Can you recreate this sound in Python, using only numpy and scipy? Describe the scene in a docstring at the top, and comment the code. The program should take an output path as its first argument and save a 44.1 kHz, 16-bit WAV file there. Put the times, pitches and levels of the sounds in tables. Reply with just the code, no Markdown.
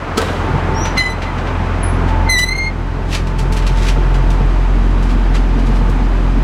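"""At the door of an idling six-cylinder diesel truck, the microphone going in with the driver.
Close by, the latch snaps, hinge and sprung seat squeak by stick and slip, feet thump on the step,
and clothes scuff over the upholstery. Each firing pulses the exhaust and shakes the panels.
Inside, the clatter drops back and the cab booms at the firing rate; handling knocks come near the end."""
import sys
import numpy as np
from scipy import signal
from scipy.io import wavfile
from scipy.ndimage import uniform_filter1d

SR = 44100
rng = np.random.default_rng(int(sys.argv[2]) if len(sys.argv) > 2 else 0)


def int16_out(signal):
    """Quantize to a 16-bit WAV file."""
    q = np.round(np.clip(np.atleast_2d(signal).T, -1, 1) * 32767)
    wavfile.write(sys.argv[1], SR, q.astype(np.int16))


N = 283563
T = np.arange(N) / SR


def engine(firings_per_s=43.15, hunt=0.0031):
    """The diesel, heard from door handle to dashboard; the governor lets the idle wander a little."""
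    # Each row: time in seconds, then levels in dB of firing tone, its octave, rumble and clatter.
    way_in = [(0, -30, -25.5, -25, -27.5), (.5, -23, -22.5, -19.5, -24.5), (.9, -20.5, -23, -21.5, -25),
              (1.35, -19.5, -20, -20.5, -23), (2.2, -14, -16.5, -20, -26), (2.55, -16, -22, -22, -27),
              (3.0, -17.5, -22, -19, -28), (3.45, -12.5, -23.5, -19.5, -28.5),
              (4.0, -10.5, -26, -20.5, -27), (4.8, -10.5, -24.5, -21.5, -28),
              (6.43, -11.5, -26.5, -20.5, -28)]
    # Each row: time in seconds, the microphone's shielding by the cab and lean to the dashboard, both 0-1.
    mic_path = [(0, 0.11, 0.3), (2.25, 0.08, 0.3), (2.45, 0.42, 0.02), (3.4, 0.82, 0.07), (4.2, 0.91, 0.04),
                (4.8, 0.99, 1), (6.43, 0.95, 0.87)]
    firings = np.cumsum(firings_per_s * (1 + hunt * drift(2.22))) / SR
    boom_db, octave_db, rumble_db, clatter_db = in_time(way_in)
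    inside, lean = np.clip(in_time(mic_path), 0, 1)
    rumble = from_db(rumble_db - 1.6) * panel_rumble(firings, inside, lean)
    clatter = from_db(clatter_db + 1.46) * diesel_clatter(firings, inside)
    pulses = exhaust(firings, boom_db, octave_db, rumble_db)
    return pulses + rumble + clatter + gear_whine(clatter_db, inside)


def exhaust(firings, boom_db, octave_db, rumble_db, waver=0.64):
    """Each firing builds pressure and drops sharply; the higher orders waver as the panels shake."""
    # Each row: multiple of the firing rate, dB added to rumble_db. Unequal cylinders give the half orders.
    orders = [(1.5, -25), (2.5, -18.5), (3, -18), (3.5, -18.5), (4, -14.5), (4.5, -25.5), (5, -27),
              (6, -18), (7, -35), (8, -21), (9, -23), (10, -21.5)]
    angle = 2 * np.pi * firings
    out = from_db(boom_db) * np.sin(angle) * (1 + 0.038 * drift(4.5))
    out += from_db(octave_db) * np.sin(2 * angle) * (1 + 0.17 * drift(8.7))
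    for multiple, db in orders:
        tone = np.sin(multiple * angle + waver * drift(0.8))
        out += from_db(rumble_db + db) * tone * (1 + waver * drift(5.1))
    return -np.sqrt(2) * out


def knocks(firings, decay, floor, uneven_db):
    """An envelope that jumps at each firing and fades over its turn; cylinders and cycles differ."""
    # Each cylinder's knock in dB, in firing order.
    cylinders = [-2, 3, -3, 2.5, -1.5, 2]
    turn = firings.astype(int)
    db = np.array(cylinders)[turn % len(cylinders)] + uneven_db * rng.standard_normal(size=400)[turn]
    pulses = from_db(db) * np.exp(-(firings % 1) / decay)
    return rms_one(uniform_filter1d(floor + pulses, size=60))


def panel_rumble(firings, inside, lean):
    """The firings shake the panels into a low rumble, joined inside by the boom of the cab."""
    # In the open, then in the cab. Each row: frequency in Hz, noise density in dB.
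    open_colour = [(30, -24), (60, -2), (110, -2), (180, -2.5), (260, -4.5), (400, -7.5), (560, -14.5)]
    cab_colour = [(30, 14), (60, 3.5), (110, -4.5), (180, -5.5), (320, -12.5), (420, -6.5), (560, -11.5)]
    shake = knocks(firings, decay=.4, floor=.7, uneven_db=2.8)
    noise = np.sqrt(1 - inside) * coloured(open_colour)
    noise += np.sqrt(inside) * from_db(-4) * coloured(cab_colour)
    rumble = signal.sosfilt(signal.butter(2, 700, fs=SR, output="sos"), noise * shake)
    return rumble + np.sqrt(inside) * cab_boom(shake, lean)


def cab_boom(shake, lean):
    """The panels drive standing waves in the cab; the microphone moves through their nodes."""
    # Each row: frequency and width in Hz, level in dB over the seat, level in dB by the dashboard.
    air_modes = [(133.4, 15.6, -2, -6), (175.3, 15.6, -11.5, -10), (225.7, 10.3, -16.5, -7),
                 (252.7, 70, -23, -2.5)]
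    out = np.zeros(N)
    for hz, width, seat_db, dash_db in air_modes:
        b, a = signal.iirpeak(hz, hz / width, fs=SR)
        drive = shake * rng.standard_normal(N)
        wave = rms_one(signal.lfilter(b, a, signal.lfilter(b, a, drive)))
        out += from_db(seat_db + lean * (dash_db - seat_db)) * wave
    return out


def diesel_clatter(firings, inside, knock_top_hz=2200):
    """The middle range throbs with the firings; the fan's hiss above it stays more even."""
    # In the open, then in the cab. Each row: frequency in Hz, noise density in dB.
    open_colour = [(300, -10), (480, -1.5), (750, 1.5), (1200, 0), (1700, -5.5), (2500, -11), (4000, -23),
                   (6300, -30), (10000, -43), (15500, -55)]
    cab_colour = [(300, 7.5), (480, -2.5), (750, 1), (1200, -1.5), (1700, -6.5), (2500, -11), (4000, -19.5),
                  (6300, -27), (10000, -37), (15500, -50)]
    noise = np.sqrt(1 - inside) * coloured(open_colour) + np.sqrt(inside) * coloured(cab_colour)
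    throb = knocks(firings, decay=1.0, floor=6.1, uneven_db=6.0) - 1
    return noise + signal.lfilter(*signal.butter(1, knock_top_hz, fs=SR), noise * throb)


def gear_whine(clatter_db, inside, pitch_hz=886, open_db=-6.5, cab_db=-11):
    """An unsteady gear tone that follows the clatter and swells at a few places on the way in."""
    # Each row: time in seconds, gain in dB, half width in seconds.
    swells = [(.81, 7.5, 0.12), (2.25, 13.5, 0.14), (3.5, 11, 0.3)]
    db = clatter_db + open_db + inside * (cab_db - open_db) + 1.6 * drift(1.4)
    db += sum(gain_db * np.exp(-((T - s) / width) ** 2) for s, gain_db, width in swells)
    hz = pitch_hz * (1 + 0.01054 * drift(31.8))
    return from_db(db) * np.sin(2 * np.pi * np.cumsum(hz) / SR) * (1 + 0.42 * drift(12.5))


def latch():
    """At arm's length the catch snaps free, rings the door shell and sets linkage and panel rattling."""
    # Each row: time of a metal strike in seconds, level in dB.
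    strikes = [(0.1744, -15.5), (.179, -11), (.186, -24), (0.217, -17.5)]
    # Each row: frequency in Hz, level in dB, seconds to fall 60 dB.
    shell_modes = [(452.5, 1.5, 0.22), (514, -1, 0.36), (754, -6, 0.29), (1306, 5, 0.14), (1550, -8, .25),
                   (2700, -17, .25), (4170, -11, .09), (5330, -14, 0.2), (7900, -33, .3), (11050, -29, 0.6),
                   (13430, -33, 0.46)]
    # The catch, then the hollow door. Each row: frequency in Hz, noise density in dB.
    crack_colour = [(200, 13.5), (450, 5), (1400, -14), (2500, -3), (4500, -2.5), (8000, -8.5),
                    (12000, -20), (15500, -26)]
    rattle_colour = [(180, -21), (300, -2), (480, 5), (750, -3.5), (1350, -3), (2200, -10.5), (4000, -13.5)]
    cracks = sum(from_db(db - 4) * burst(s, rise=0.00073, t60=0.035) for s, db in strikes)
    release = strikes[1][0]
    buzz = from_db(-29) * burst(release, rise=0.01, t60=1.0)
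    rattle = from_db(-21 + 3.9 * drift(53)) * burst(release, rise=0.0023, t60=1.0)
    noise = rattle * coloured(rattle_colour) + (cracks + buzz) * coloured(crack_colour)
    return noise + from_db(-9) * struck(strikes, shell_modes, spread_db=-2.5)


def joint_squeaks(edge_s=.012, catch_db=7.5):
    """Dry door and seat joints sing and briefly catch; every second slip falters, adding a rasp."""
    # One list a squeak. Each row: time in seconds, pitch in Hz, level in dB, bite in dB per octave,
    # relative level of the rasp in dB.
    squeaks = [
        [(.962, 2104, -37, -27, -18), (.981, 2035, -15, -0.5, -26), (.997, 2026, -9.5, -6.5, -21),
         (1.03, 2010, -12.5, -10.5, -17), (1.083, 2020, -19, -8, -20), (1.105, 1995, -23, -0.5, -22),
         (1.15, 2046, -32, -6, -30), (1.19, 2010, -46, -5, -30)],
        [(1.255, 2012, -33, -12, -32), (1.28, 2060, -26, -14, -27), (1.32, 1970, -38, -20, -30)],
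        [(2.255, 2090, -35, -22, -45), (2.282, 2080, -29, -16, -45), (2.298, 2042, -11.5, 1, -47),
         (2.335, 2034, -12, 0.5, -57), (2.368, 1958, -13.5, -1.5, -38), (2.39, 1983, -13, 0.5, -10),
         (2.42, 1990, -15.5, 0.5, -16), (2.465, 2015, -11.5, 1, -34), (2.555, 2123, -17, -8, -44),
         (2.575, 2070, -30, 5, -48)],
        [(2.574, 2090, -16.5, 3, -44.5), (2.598, 2122, -15.5, -9.5, -45), (2.68, 2124, -19, -8, -49),
         (2.715, 2140, -36, -20, -40)],
    ]
    # The clean tone, then the rasp half-way between. Each row: multiple of the pitch, level in dB.
    clean_partials = [(1, 1.5), (2, -2), (3, -9.5), (4, -15.5), (5, -16), (6, -23.5), (7, -29)]
    rasp_partials = [(1.5, 0), (2.5, -6.5), (3.5, -8), (4.5, -11), (5.5, -17), (6.5, -27)]
    out = np.zeros(N)
    for rows in squeaks:
        hz, db, bite_db, rasp_db = in_time(rows)
        edges = np.clip(np.minimum(T - rows[0][0], rows[-1][0] - T) / edge_s, 0, 1)
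        gain = from_db(db - catch_db * np.maximum(drift(28) - .5, 0)) * edges
        clean = stick_slip(hz, gain, clean_partials, jitter=.0045, flutter_db=2.6, bite_db=bite_db)
        rasp = stick_slip(hz, gain, rasp_partials, jitter=.012, flutter_db=2.0) * (.7 + .8 * drift(110))
        out += clean + from_db(rasp_db) * rasp
    return out


def hinge_chirps():
    """The hinge sings thin gliding notes that swell, hold and die."""
    # Each row: start, attack, hold and 60 dB fall in seconds, pitch in Hz, glide in Hz/s, level in dB.
    chirps = [(0.736, 0.056, 0.059, .035, 5430, 4200, -26.5), (1.829, 0.0033, 0.01, 0.1, 10090, -300, -23)]
    # Each row: multiple of the pitch, level in dB.
    partials = [(1, -2.5), (2, -32)]
    out = np.zeros(N)
    for start, attack, hold, t60, hz, glide, db in chirps:
        age = np.maximum(T - start, 0)
        fall_db = 60 * np.clip((age - attack - hold) / t60, 0, 2)
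        gain = from_db(db - fall_db) * np.minimum(age / attack, 1)
        out += stick_slip(hz + glide * age, gain, partials, jitter=0.0074, flutter_db=-0.5)
    return out


def stick_slip(hz, gain, partials, jitter, flutter_db, bite_db=0):
    """Stick-slip locks onto a resonance of the joint; the grip wavers, and each partial with it."""
    angle = 2 * np.pi * np.cumsum(hz * (1 + jitter * drift(142.0))) / SR
    on, out = gain > 1e-4, np.zeros(N)
    bite_db = np.broadcast_to(bite_db, N)[on]
    for multiple, partial_db in partials:
        if np.all(multiple * hz[on] < SR / 2):
            db = partial_db + bite_db * np.log2(multiple) + flutter_db * np.minimum(drift(47)[on], 1)
            out[on] += from_db(db) * np.sin(multiple * angle[on])
    return np.sqrt(2) * gain * out


def thumps():
    """Low, short thumps of climbing in, then handling knocks on the microphone."""
    # Each row: time in seconds, level in dB.
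    hits = [(.495, -22), (.531, -25), (.543, -12.5), (.686, -15.5), (2.04, -24), (3.972, -18.5),
            (4.405, -16), (5.15, -17), (5.70, -18), (5.79, -26), (5.815, -18), (5.89, -15)]
    # Each row: frequency in Hz, level in dB, seconds to fall 60 dB.
    low_modes = [(90, 3, .08), (138.4, 3, 0.16), (220, -1, 0.068), (320, -13, 0.028), (458, 0.5, 0.044)]
    return struck(hits, low_modes, spread_db=1.5)


def scuffs(grain_db=2.5, t60=0.14):
    """Cloth scuffs on the seat close by, plus two bursts of friction noise from the squeaking joints."""
    # Each row: time of the peak in seconds, level in dB, rise in seconds, tilt in dB per octave.
    strokes = [(0.854, -22, 0.003, -2), (0.977, -20, .006, -3), (1.221, -22, 0.0022, -4),
               (1.385, -29.5, 0.0053, -4), (1.473, -28, .004, -6), (2.09, -33, 0.015, 0),
               (2.39, -21, 0.0065, 11), (3.135, -22, 0.025, 1.5), (3.153, -18.5, 0.009, 0),
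               (3.272, -32, .002, 2), (3.391, -23.5, 0.0046, 3), (3.525, -25, 0.0018, 5),
               (3.569, -24, 0.0034, 2.5), (3.623, -32.5, .002, -1), (3.668, -23, .002, 1.5),
               (3.784, -30.5, 0.024, 1.5), (3.83, -28.5, .012, 0.5), (3.89, -21.5, 0.025, 1.5),
               (4.144, -28.5, .0022, .5), (4.305, -30, .0021, 3.5), (5.025, -33.5, .002, 4),
               (5.11, -32, 0.019, 0.5), (5.353, -23.5, 0.0074, -0.5), (5.594, -34.5, .0066, 0),
               (5.67, -34.5, .008, 3), (5.77, -37, .03, 3), (5.90, -43.5, .006, 11.5)]
    # Each row: frequency in Hz, noise density in dB.
    friction_colour = [(600, -2.5), (1400, 2), (2600, 4), (4000, -0.5), (6300, -7), (9000, -15),
                       (12500, -25), (15500, -38)]
    hz, noise = bands(friction_colour)
    octaves, out = np.log2(hz / 4000), np.zeros(N)
    for s, db, rise, tilt_db in strokes:
        near = slice(int(max(s - .2, 0) * SR), int((s + .4) * SR))
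        tilted = from_db(tilt_db * octaves) @ noise[:, near]
        out[near] += from_db(db) * burst(s, rise, t60)[near] * tilted
    crackle = rms_one(from_db(grain_db * np.minimum(drift(500), 2)))
    return out * crackle


def cab(x, wet_db, t60=0.25):
    """Direct sound plus dense, short reflections from nearby glass and panels."""
    t = T[:SR // 3]
    tail = rng.standard_normal(len(t)) * np.exp(-np.log(1000) * t / t60) * (t > .002)
    return x + from_db(wet_db) * signal.fftconvolve(x, tail / np.linalg.norm(tail))[:N]


def gain_control(x, ceiling_db=-13, recovery_db_per_s=4, sense_hz=890):
    """Loud, shrill sounds turn the gain down at once; it creeps back afterwards."""
    treble = signal.sosfilt(signal.butter(2, sense_hz, "high", fs=SR, output="sos"), x[0])
    level_db = 10 * np.log10(np.abs(uniform_filter1d(treble ** 2, size=900)) + 1e-12)
    recovery = recovery_db_per_s * T
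    cut_db = np.maximum.accumulate(np.maximum(level_db - ceiling_db, 0) + recovery) - recovery
    return x * from_db(-cut_db)


def struck(hits, modes, spread_db):
    """Every hit rings every mode, with a strength of its own."""
    s, db = np.transpose(hits)
    out, chance = np.zeros(N), rng.standard_normal((len(hits), len(modes)))
    for k, (hz, mode_db, t60) in enumerate(modes):
        clicks = np.full(N, 1e-18)
        clicks[(s * SR).astype(int)] = from_db(db + mode_db + spread_db * chance[:, k]) * (-1) ** k
        r, w = from_db(-60 / (t60 * SR)), 2 * np.pi * hz / SR
        out += signal.lfilter([0, np.sin(w)], [1, -2 * r * np.cos(w), r * r], clicks)
    return out


def burst(s, rise, t60):
    """An envelope that swells to 1 at time s and then dies away."""
    return np.exp(np.maximum(np.where(T < s, (T - s) / rise, (s - T) * np.log(1000) / t60), -30))


def bands(spectrum):
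    """Centres in Hz and third-octave noise bands that follow a spectrum, with total power 1."""
    hz, db = np.transpose(spectrum)
    edges = 25 * 2 ** (np.arange(29) / 3)
    white, centres, out = rng.standard_normal((2, N)), [], []
    for k, (low, high) in enumerate(zip(edges, edges[1:])):
        if high > hz[0] and low < hz[-1]:
            centres.append(np.sqrt(low * high))
            band = signal.sosfilt(signal.butter(3, [low, high], "band", fs=SR, output="sos"), white[k % 2])
            out.append(band * from_db(np.interp(np.log(centres[-1]), np.log(hz), db)))
    return np.array(centres), np.array(out) / np.std(np.sum(out, axis=0))


def coloured(spectrum):
    """Noise of power 1 with the given spectrum."""
    return bands(spectrum)[1].sum(axis=0)


def drift(hz):
    """A random wander of spread 1, mostly slower than hz."""
    r = np.exp(-80 * np.pi * hz / SR)
    slow = signal.lfilter([1], [1, -2 * r, r * r], rng.standard_normal(N // 40 + 2002))[2000:]
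    return np.interp(np.arange(N) / 40, np.arange(len(slow)), rms_one(slow))


def in_time(rows):
    """Each column of a timed curve at every sample."""
    s, *columns = np.transpose(rows)
    return [np.interp(T, s, c) for c in columns]


def from_db(db):
    """Decibels to gain."""
    return 10 ** (np.asarray(db) / 20)


def rms_one(x):
    """Scale to unit power."""
    return x / np.sqrt(np.mean(x ** 2) + 1e-20)


def scene():
    """The idling engine under the close sounds of climbing in, on one microphone."""
    joints = cab(joint_squeaks(), wet_db=-16)
    hinge = cab(hinge_chirps(), wet_db=-3.5)
    return (thumps() + engine() + latch() + joints + hinge + cab(scuffs(), wet_db=-11))[None]


def record(dry, low_hz=30.6, top_hz=15750):
    """The microphone loses the deepest bass; shrill peaks duck the gain, are rounded, and the top is cut."""
    heard = gain_control(signal.sosfilt(signal.butter(4, low_hz, "high", fs=SR, output="sos"), dry))
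    rounded = heard / (1 + (heard / .9) ** 8) ** (1 / 8)
    return signal.sosfilt(signal.ellip(10, .1, 90, top_hz, fs=SR, output="sos"), rounded)


dry = scene()
out = record(dry)
int16_out(out)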